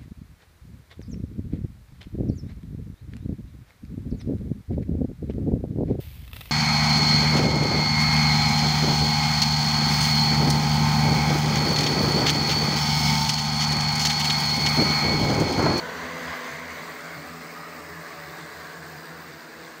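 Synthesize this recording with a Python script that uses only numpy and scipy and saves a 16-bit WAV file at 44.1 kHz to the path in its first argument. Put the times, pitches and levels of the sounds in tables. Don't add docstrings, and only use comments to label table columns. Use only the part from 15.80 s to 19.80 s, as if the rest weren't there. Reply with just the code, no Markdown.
import sys
import numpy as np
from scipy import signal
from scipy.fft import rfft, irfft
from scipy.io import wavfile
from scipy.ndimage import uniform_filter1d

SR = 44100
rng = np.random.default_rng(int(sys.argv[2]) if len(sys.argv) > 2 else 0)


def file_out(sig):
    cols = np.atleast_2d(sig).T
    lim = np.clip(cols, -1, 1)
    pcm = np.round(lim * 32767).astype(np.int16)
    wavfile.write(sys.argv[1], SR, pcm)


N = 176400
TIME, FREQ = np.arange(N) / SR, np.fft.rfftfreq(N, 1 / SR)

# (start blade rate [Hz], end blade rate [Hz], start hum [dB], end hum [dB], swish [dB], wander [ratio])
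ROTORS = [(83.6, 82.6, 0, 0, 0, .004), (81.4, 82.4, -9, -7, -4, .009), (85, 84.8, -14, -13, -6, .009),
          (76.6, 77.2, -9, -5, -2, .007), (80.2, 79.4, -7, -8, -5, .01), (72.6, 73.8, -7, -7, -2, .007)]
# (time [s], body [dB], treble [dB], top [dB])
WHOOSH_LEVEL = [(0, -36.5, -46.5, -52.5), (0.4, -33, -46, -52.0), (0.7, -34.5, -47, -54),
                (0.85, -35.5, -48.5, -52.5), (1.15, -36, -47.5, -53), (1.6, -40, -51, -54.5),
                (1.85, -39.0, -50, -54.5), (2.05, -40, -51, -55), (2.55, -39.5, -49.5, -54.5),
                (2.8, -40, -49.5, -54.5), (3.1, -40.5, -51, -55.5), (3.35, -40, -50.5, -56.5),
                (3.55, -42, -53, -56), (3.85, -41, -51.5, -56.5), (4, -43, -52, -57)]
# (upper edge [Hz], trim [dB], pulsed share [0-1])
WHOOSH_BANDS = [(2510, -3, 0.15), (5450, 0, 0.26), (14000, 0, 0.27)]
# (frequency [Hz], gain [dB])
WHOOSH_OVERHEAD = [(310, -3.5), (370, -15), (440, -25), (560, -7), (730, -2), (860, -5.5), (1070, 2.5),
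                   (1330, -4.5), (1600, -0.5), (1830, -2), (2030, 0), (2450, -8.5), (3100, -10.5),
                   (4000, -12), (4800, -9), (5400, -19), (6300, -13.5), (8400, -22.5), (10000, -31),
                   (11300, -30), (13000, -33)]
WHOOSH_FAR = [(310, -11), (360, -6), (440, -1), (600, -10.5), (740, -3.5), (860, -16), (1070, -2.5),
              (1330, -4), (1620, -2), (1830, -4.5), (2030, -2.5), (2450, -10), (3100, -17), (4000, -12),
              (4800, -11), (5400, -18), (6300, -18.5), (8400, -19.5), (10100, -33.5), (11200, -29.5),
              (13000, -33)]
# (time [s], frequency [ratio])
TILT_SHIFT = [(0, 0.92), (.5, 1.025), (.9, 0.97), (1.3, 1.003), (1.85, 1.086), (2.3, 1.02), (2.7, 1),
              (3.3, 1), (4, 1.01)]
# (centre [s], half length [s], frequency [Hz], glide [Hz/s], half width [Hz], lift [dB])
RASPS = [(0.077, 0.12, 450, 0, 60, 21), (.03, 0.34, 1490, 0, 59, 9), (0.35, 0.19, 1930, 100, 170, 3.5),
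         (0.89, 0.21, 2170, 400, 250, 8), (1.33, 0.076, 2180, 100, 100, 9.5),
         (1.25, 0.13, 1430, 0, 150, 5.5), (1.53, 0.11, 1260, 0, 99, 8.5), (1.34, 0.13, 670, 0, 49, 10),
         (1.83, 0.094, 1290, 0, 140, 11), (2.12, 0.09, 1750, -100, 85, 10),
         (2.15, 0.27, 1080, -78, 140, 7.5), (2.72, 0.48, 1620, -26, 150, 6), (3.9, 0.065, 1580, 0, 130, 2),
         (3.74, 0.26, 1530, 200, 110, 4.5), (3.2, 0.067, 4860, 0, 150, 7), (0.22, 0.099, 470, 0, 90, 1),
         (2.6, 0.031, 3600, 0, 1400, 2.5), (2.4, .35, 415, -2, 29, 6.5), (3.05, .3, 690, 0, 45, 7)]
# (time [s], level [dB])
BUZZ_LEVEL = [(0, 0.5), (.4, -5.5), (1.0, -8), (1.8, -5), (2.6, -4), (4, -4.5)]
# (frequency [Hz], gain [dB])
BUZZ_OVERHEAD = [(290, 0), (335, -0.5), (370, 2), (416, 2), (437, 11), (500, 9), (545, 11), (585, 3),
                 (660, 8), (830, -9), (920, 5), (1000, 3.5), (1090, -3), (1300, -6), (1600, 0), (1800, -3),
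                 (2000, 2), (2300, -2)]
BUZZ_FAR = [(300, 7), (335, 0.5), (370, -28), (415, 9), (460, 6), (500, -21), (585, 9), (670, 1.5),
            (740, 4), (830, -2.5), (920, 0.5), (1090, 3), (1300, -1.5), (1480, -8), (1680, -4), (1900, 2.5),
            (2300, -6)]
BUZZ_END = [(295, 5), (335, 5.5), (385, 1), (415, -8), (465, 8.5), (497, 3.5), (585, -3), (665, 2.5),
            (745, -6), (830, 0.5), (920, 0.5), (1090, 2), (1300, -9), (1480, -1.5), (1640, 3.5),
            (1850, -3.5), (2300, -20)]
# (time [s], level [dB])
FUNDAMENTAL_LEVEL = [(0, -57), (.16, -52), (.24, -44.5), (.3, -56), (.4, -56), (.5, -44.5), (.56, -59),
                     (.61, -74), (.73, -55), (.81, -55), (.92, -50.5), (1.04, -62), (1.28, -65),
                     (1.38, -55), (1.56, -56), (1.63, -64), (1.84, -64), (1.93, -61), (2.1, -51),
                     (2.3, -67), (2.4, -56), (2.6, -60), (2.79, -56), (2.94, -67), (3.02, -55), (3.18, -58),
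                     (3.26, -71), (3.36, -57.5), (3.55, -60), (3.68, -83), (3.79, -59), (4, -75)]
# (time [s], tone 2 [dB], tone 3 [dB])
OVERTONE_LEVEL = [(0, -46, -51.5), (.15, -47.5, -47), (.42, -44, -44.5), (.53, -48, -49), (.62, -58, -46),
                  (.74, -49, -50.5), (.86, -52.5, -50), (1.0, -48, -50), (1.2, -51, -52.5),
                  (1.38, -52, -59), (1.53, -46.5, -46), (1.66, -48.5, -51.5), (1.82, -49.5, -57),
                  (1.95, -53, -49), (2.04, -50.5, -61), (2.18, -46.5, -60), (2.3, -53.5, -57.5),
                  (2.45, -47.5, -66), (2.68, -48, -66), (2.8, -54.5, -61), (3, -46.5, -59), (3.3, -52, -56),
                  (3.5, -50.5, -57), (3.66, -57, -58), (3.84, -58.5, -60), (4, -57, -69)]
# (time [s], lift [dB])
THROBS = [(0.131, 3), (.74, 7), (1.081, -1), (1.27, 5), (1.38, 13.5), (1.9, 3), (2.2, 5), (2.44, 1),
          (2.53, 1.5), (2.99, 2.5), (3.18, 6.5), (3.31, 8.5), (3.5, 5), (3.84, 9)]
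# (time [s], tone 1 [ratio], tone 2 [ratio], tone 3 [ratio])
ROTOR_LEAD = [(0, 2, 1.2, 1.8), (1.9, 2, 1, 1.6), (2.4, 2, 1, .1), (4, 2, 1, -.6)]
# (frequency [Hz], half width [Hz], start level [dB], end level [dB])
WHISTLES = [(13465, 30, -70, -80), (13680, 40, -80, -80), (13850, 40, -80, -78), (14170, 14, -75, -70),
            (14237, 16, -68, -76), (14340, 24, -74, -78), (15003, 20, -67, -72)]
# (frequency [Hz], gain [dB])
FIZZ_SPECTRUM = [(12800, -35), (13350, -1), (14050, 4), (14250, 14), (15150, 7), (15700, 8), (16500, -4)]
# (time [s], level [dB])
FIZZ_LEVEL = [(0, -57), (.7, -55), (1.6, -54), (2.4, -56), (3.1, -57), (4, -58)]
# (frequency [Hz], gain [dB])
DOWNWASH_SPECTRUM = [(15, -14), (35, -12), (55, -9), (100, -7), (125, 0), (180, 2), (220, 6), (265, 3),
                     (330, -8), (400, -20), (1500, -60)]
# (time [s], level [dB])
DOWNWASH_LEVEL = [(0, -51), (.45, -59), (.65, -60), (1.2, -60), (1.8, -67), (2.3, -63), (2.7, -58),
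                  (3.1, -63), (3.6, -60.5), (4, -57)]

GUST_HZ, FLUTTER_HZ = 7, 12


def whoosh(passes, low_edge_hz=257, shift_top_hz=7000, patch_db=1.9, swell_db=.5):
    frames = dict(nperseg=1024, noverlap=768)
    hz, t, spectra = signal.stft([swish(passes, share) for _, _, share in WHOOSH_BANDS], SR, **frames)
    shift_weight = 1 / (1 + (hz[:, None] / shift_top_hz) ** 6)
    lookup_hz = hz[:, None] / np.interp(t, *np.transpose(TILT_SHIFT)) ** shift_weight
    far = farness(t)
    colour = gain_at(WHOOSH_OVERHEAD, lookup_hz) ** (1 - far) * gain_at(WHOOSH_FAR, lookup_hz) ** far
    colour *= amp(patch_db * eddies(hz, t) + rasps(hz, t))
    below_lower, total = 1 / (1 + (hz / low_edge_hz) ** 10), 0
    for k, (edge_hz, trim_db, _) in enumerate(WHOOSH_BANDS):
        below_upper = 1 / (1 + (hz / edge_hz) ** 20)
        band = np.sqrt(np.maximum(below_upper - below_lower, 0))[:, None]
        air = signal.istft(spectra[k] * colour * band, **frames)[1][:N]
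        total += amp(curve(WHOOSH_LEVEL, column=k + 1) + trim_db) * unit(air)
        below_lower = below_upper
    return total * amp(swell_db * drift(FLUTTER_HZ))


def swish(passes, pulsed_share, sharpness=14, uneven_db=4):
    power = 0
    for (*_, swish_db, _), turns in zip(ROTORS, passes):
        gain = amp(swish_db + uneven_db * drift(GUST_HZ))
        power += gain ** 2 * np.exp(sharpness * (np.cos(2 * np.pi * (turns + rng.random())) - 1))
    return np.sqrt(1 - pulsed_share + pulsed_share * power / power.mean()) * rng.standard_normal(N)


def eddies(hz, t, patch_hz=120, patch_s=.05):
    across, along = np.fft.fftfreq(len(hz), hz[1])[:, None], np.fft.fftfreq(len(t), t[1])
    blur = np.exp(-(across * patch_hz) ** 2 - (along * patch_s) ** 2)
    return unit(np.fft.ifft2(np.fft.fft2(rng.standard_normal(blur.shape)) * blur).real)


def rasps(hz, t):
    total_db = 0
    for centre_s, length_s, centre_hz, glide_hz_per_s, width_hz, lift_db in RASPS:
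        offset_s = t - centre_s
        offset_hz = hz[:, None] - centre_hz - glide_hz_per_s * offset_s
        total_db += lift_db * np.exp(-(offset_s / length_s) ** 2 - (offset_hz / width_hz) ** 2)
    return total_db


def buzz(passes, gust_db=3.5, end_colour_s=2.46, crossfade_s=.8):
    far, late = farness(TIME), np.clip((TIME - end_colour_s) / crossfade_s, 0, 1)
    depth_turns, tones = np.interp(far, [0, 1], [.06, .23]), 0
    for order in range(4, 28):
        scatter_turns = depth_turns * drift(GUST_HZ)
        for (start_hz, end_hz, hum_db, _, swish_db, _), turns in zip(ROTORS, passes):
            overhead = gain_at(BUZZ_OVERHEAD, order * start_hz)
            distant = (1 - late) * gain_at(BUZZ_FAR, order * end_hz)
            distant += late * gain_at(BUZZ_END, order * end_hz)
            gain = (1 - far) * amp(hum_db) * overhead + far * amp(swish_db) * distant
            gust = amp(gust_db * drift(GUST_HZ))
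            tones += gain * gust * np.cos(2 * np.pi * (order * turns + scatter_turns + rng.random()))
    return amp(curve(WHOOSH_LEVEL) + curve(BUZZ_LEVEL)) * unit(tones)


def hum(passes, trim_db=(-1, -1, 1), throb_half_s=.03, imbalance_db=-20.5):
    bumps = [np.exp(-((TIME - time_s) / throb_half_s) ** 2) for time_s, _ in THROBS]
    throb_db = sum(lift_db * bump for (_, lift_db), bump in zip(THROBS, bumps))
    levels_db = [curve(FUNDAMENTAL_LEVEL), curve(OVERTONE_LEVEL) + throb_db, curve(OVERTONE_LEVEL, 2)]
    in_step, tones = [0, np.max(bumps, axis=0), 0], 0
    for k, level_db in enumerate(levels_db):
        tone = blade_tone(passes, order=k + 1, lead=curve(ROTOR_LEAD, k + 1), in_step=in_step[k])
        tones += amp(level_db + trim_db[k]) * tone
    return tones + amp(levels_db[0] + imbalance_db) * blade_tone(passes, order=1.5, lead=.74, in_step=0)


def blade_tone(passes, order, lead, in_step, flutter_db=3, scatter_turns=.035, even_s=.16):
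    tone = 0
    for (_, _, start_db, end_db, _, _), turns in zip(ROTORS, passes):
        gain = amp(lead * np.linspace(start_db, end_db, N) + flutter_db * drift(FLUTTER_HZ))
        phase_turns = order * turns + scatter_turns * drift(FLUTTER_HZ) + rng.random()
        tone += gain * np.exp(2j * np.pi * phase_turns)
    size, power, held = round(even_s * SR), abs(tone) ** 2, np.clip(in_step, 0, .95)
    slow_power = uniform_filter1d(uniform_filter1d(power, size), size)
    return unit(tone.real / np.sqrt((1 - held) * slow_power + held * power))


def motors(passes, fizz_trim_db=-2.5, swell_db=1):
    whistles = 0
    for centre_hz, width_hz, start_db, end_db in WHISTLES:
        peak = 1 / (1 + ((FREQ - centre_hz) / width_hz) ** 2)
        whistles += amp(np.linspace(start_db, end_db, N)) * shaped(rng.standard_normal(N), peak)
    fizz_db = curve(FIZZ_LEVEL) + fizz_trim_db + swell_db * drift(FLUTTER_HZ)
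    fizz = shaped(swish(passes, pulsed_share=.4), gain_at(FIZZ_SPECTRUM, FREQ))
    return whistles + amp(fizz_db) * fizz


def downwash():
    return amp(curve(DOWNWASH_LEVEL)) * shaped(rng.standard_normal(N), gain_at(DOWNWASH_SPECTRUM, FREQ))


def blade_passes(wander_hz=3):
    return [rng.random() + np.cumsum(np.linspace(start_hz, end_hz, N) * (1 + wander * drift(wander_hz))) / SR
            for start_hz, end_hz, *_, wander in ROTORS]


def farness(t, leave_s=.63, length_s=.71):
    return np.clip((t - leave_s) / length_s, 0, 1)


def drift(top_hz, size=800):
    hz = np.fft.rfftfreq(size, N / SR / size)
    slow = irfft(rfft(rng.standard_normal(size)) * (hz > 0) / (1 + (hz / top_hz) ** 2) ** 2, size)
    return np.interp(TIME, np.linspace(0, N / SR, size), unit(slow))


def shaped(x, gain):
    return unit(irfft(rfft(x) * gain, N))


def gain_at(spectrum, hz):
    table_hz, db = np.transpose(spectrum)
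    return amp(np.interp(np.log(hz + 1), np.log(table_hz + 1), db))


def curve(rows, column=1):
    rows = np.asarray(rows, float)
    return np.interp(TIME, rows[:, 0], rows[:, column])


def amp(db):
    return 10 ** (np.asarray(db) / 20)


def unit(x):
    return x / np.sqrt(np.mean(x ** 2) + 1e-20)


def scene():
    passes = blade_passes()
    return (hum(passes) + buzz(passes) + whoosh(passes) + motors(passes) + downwash())[None]


def record(dry):
    edge_hz = 15740
    return signal.oaconvolve(dry, signal.firwin(1023, edge_hz, window=("kaiser", 9), fs=SR)[None], "same")


dry = scene()
out = record(dry)
file_out(out)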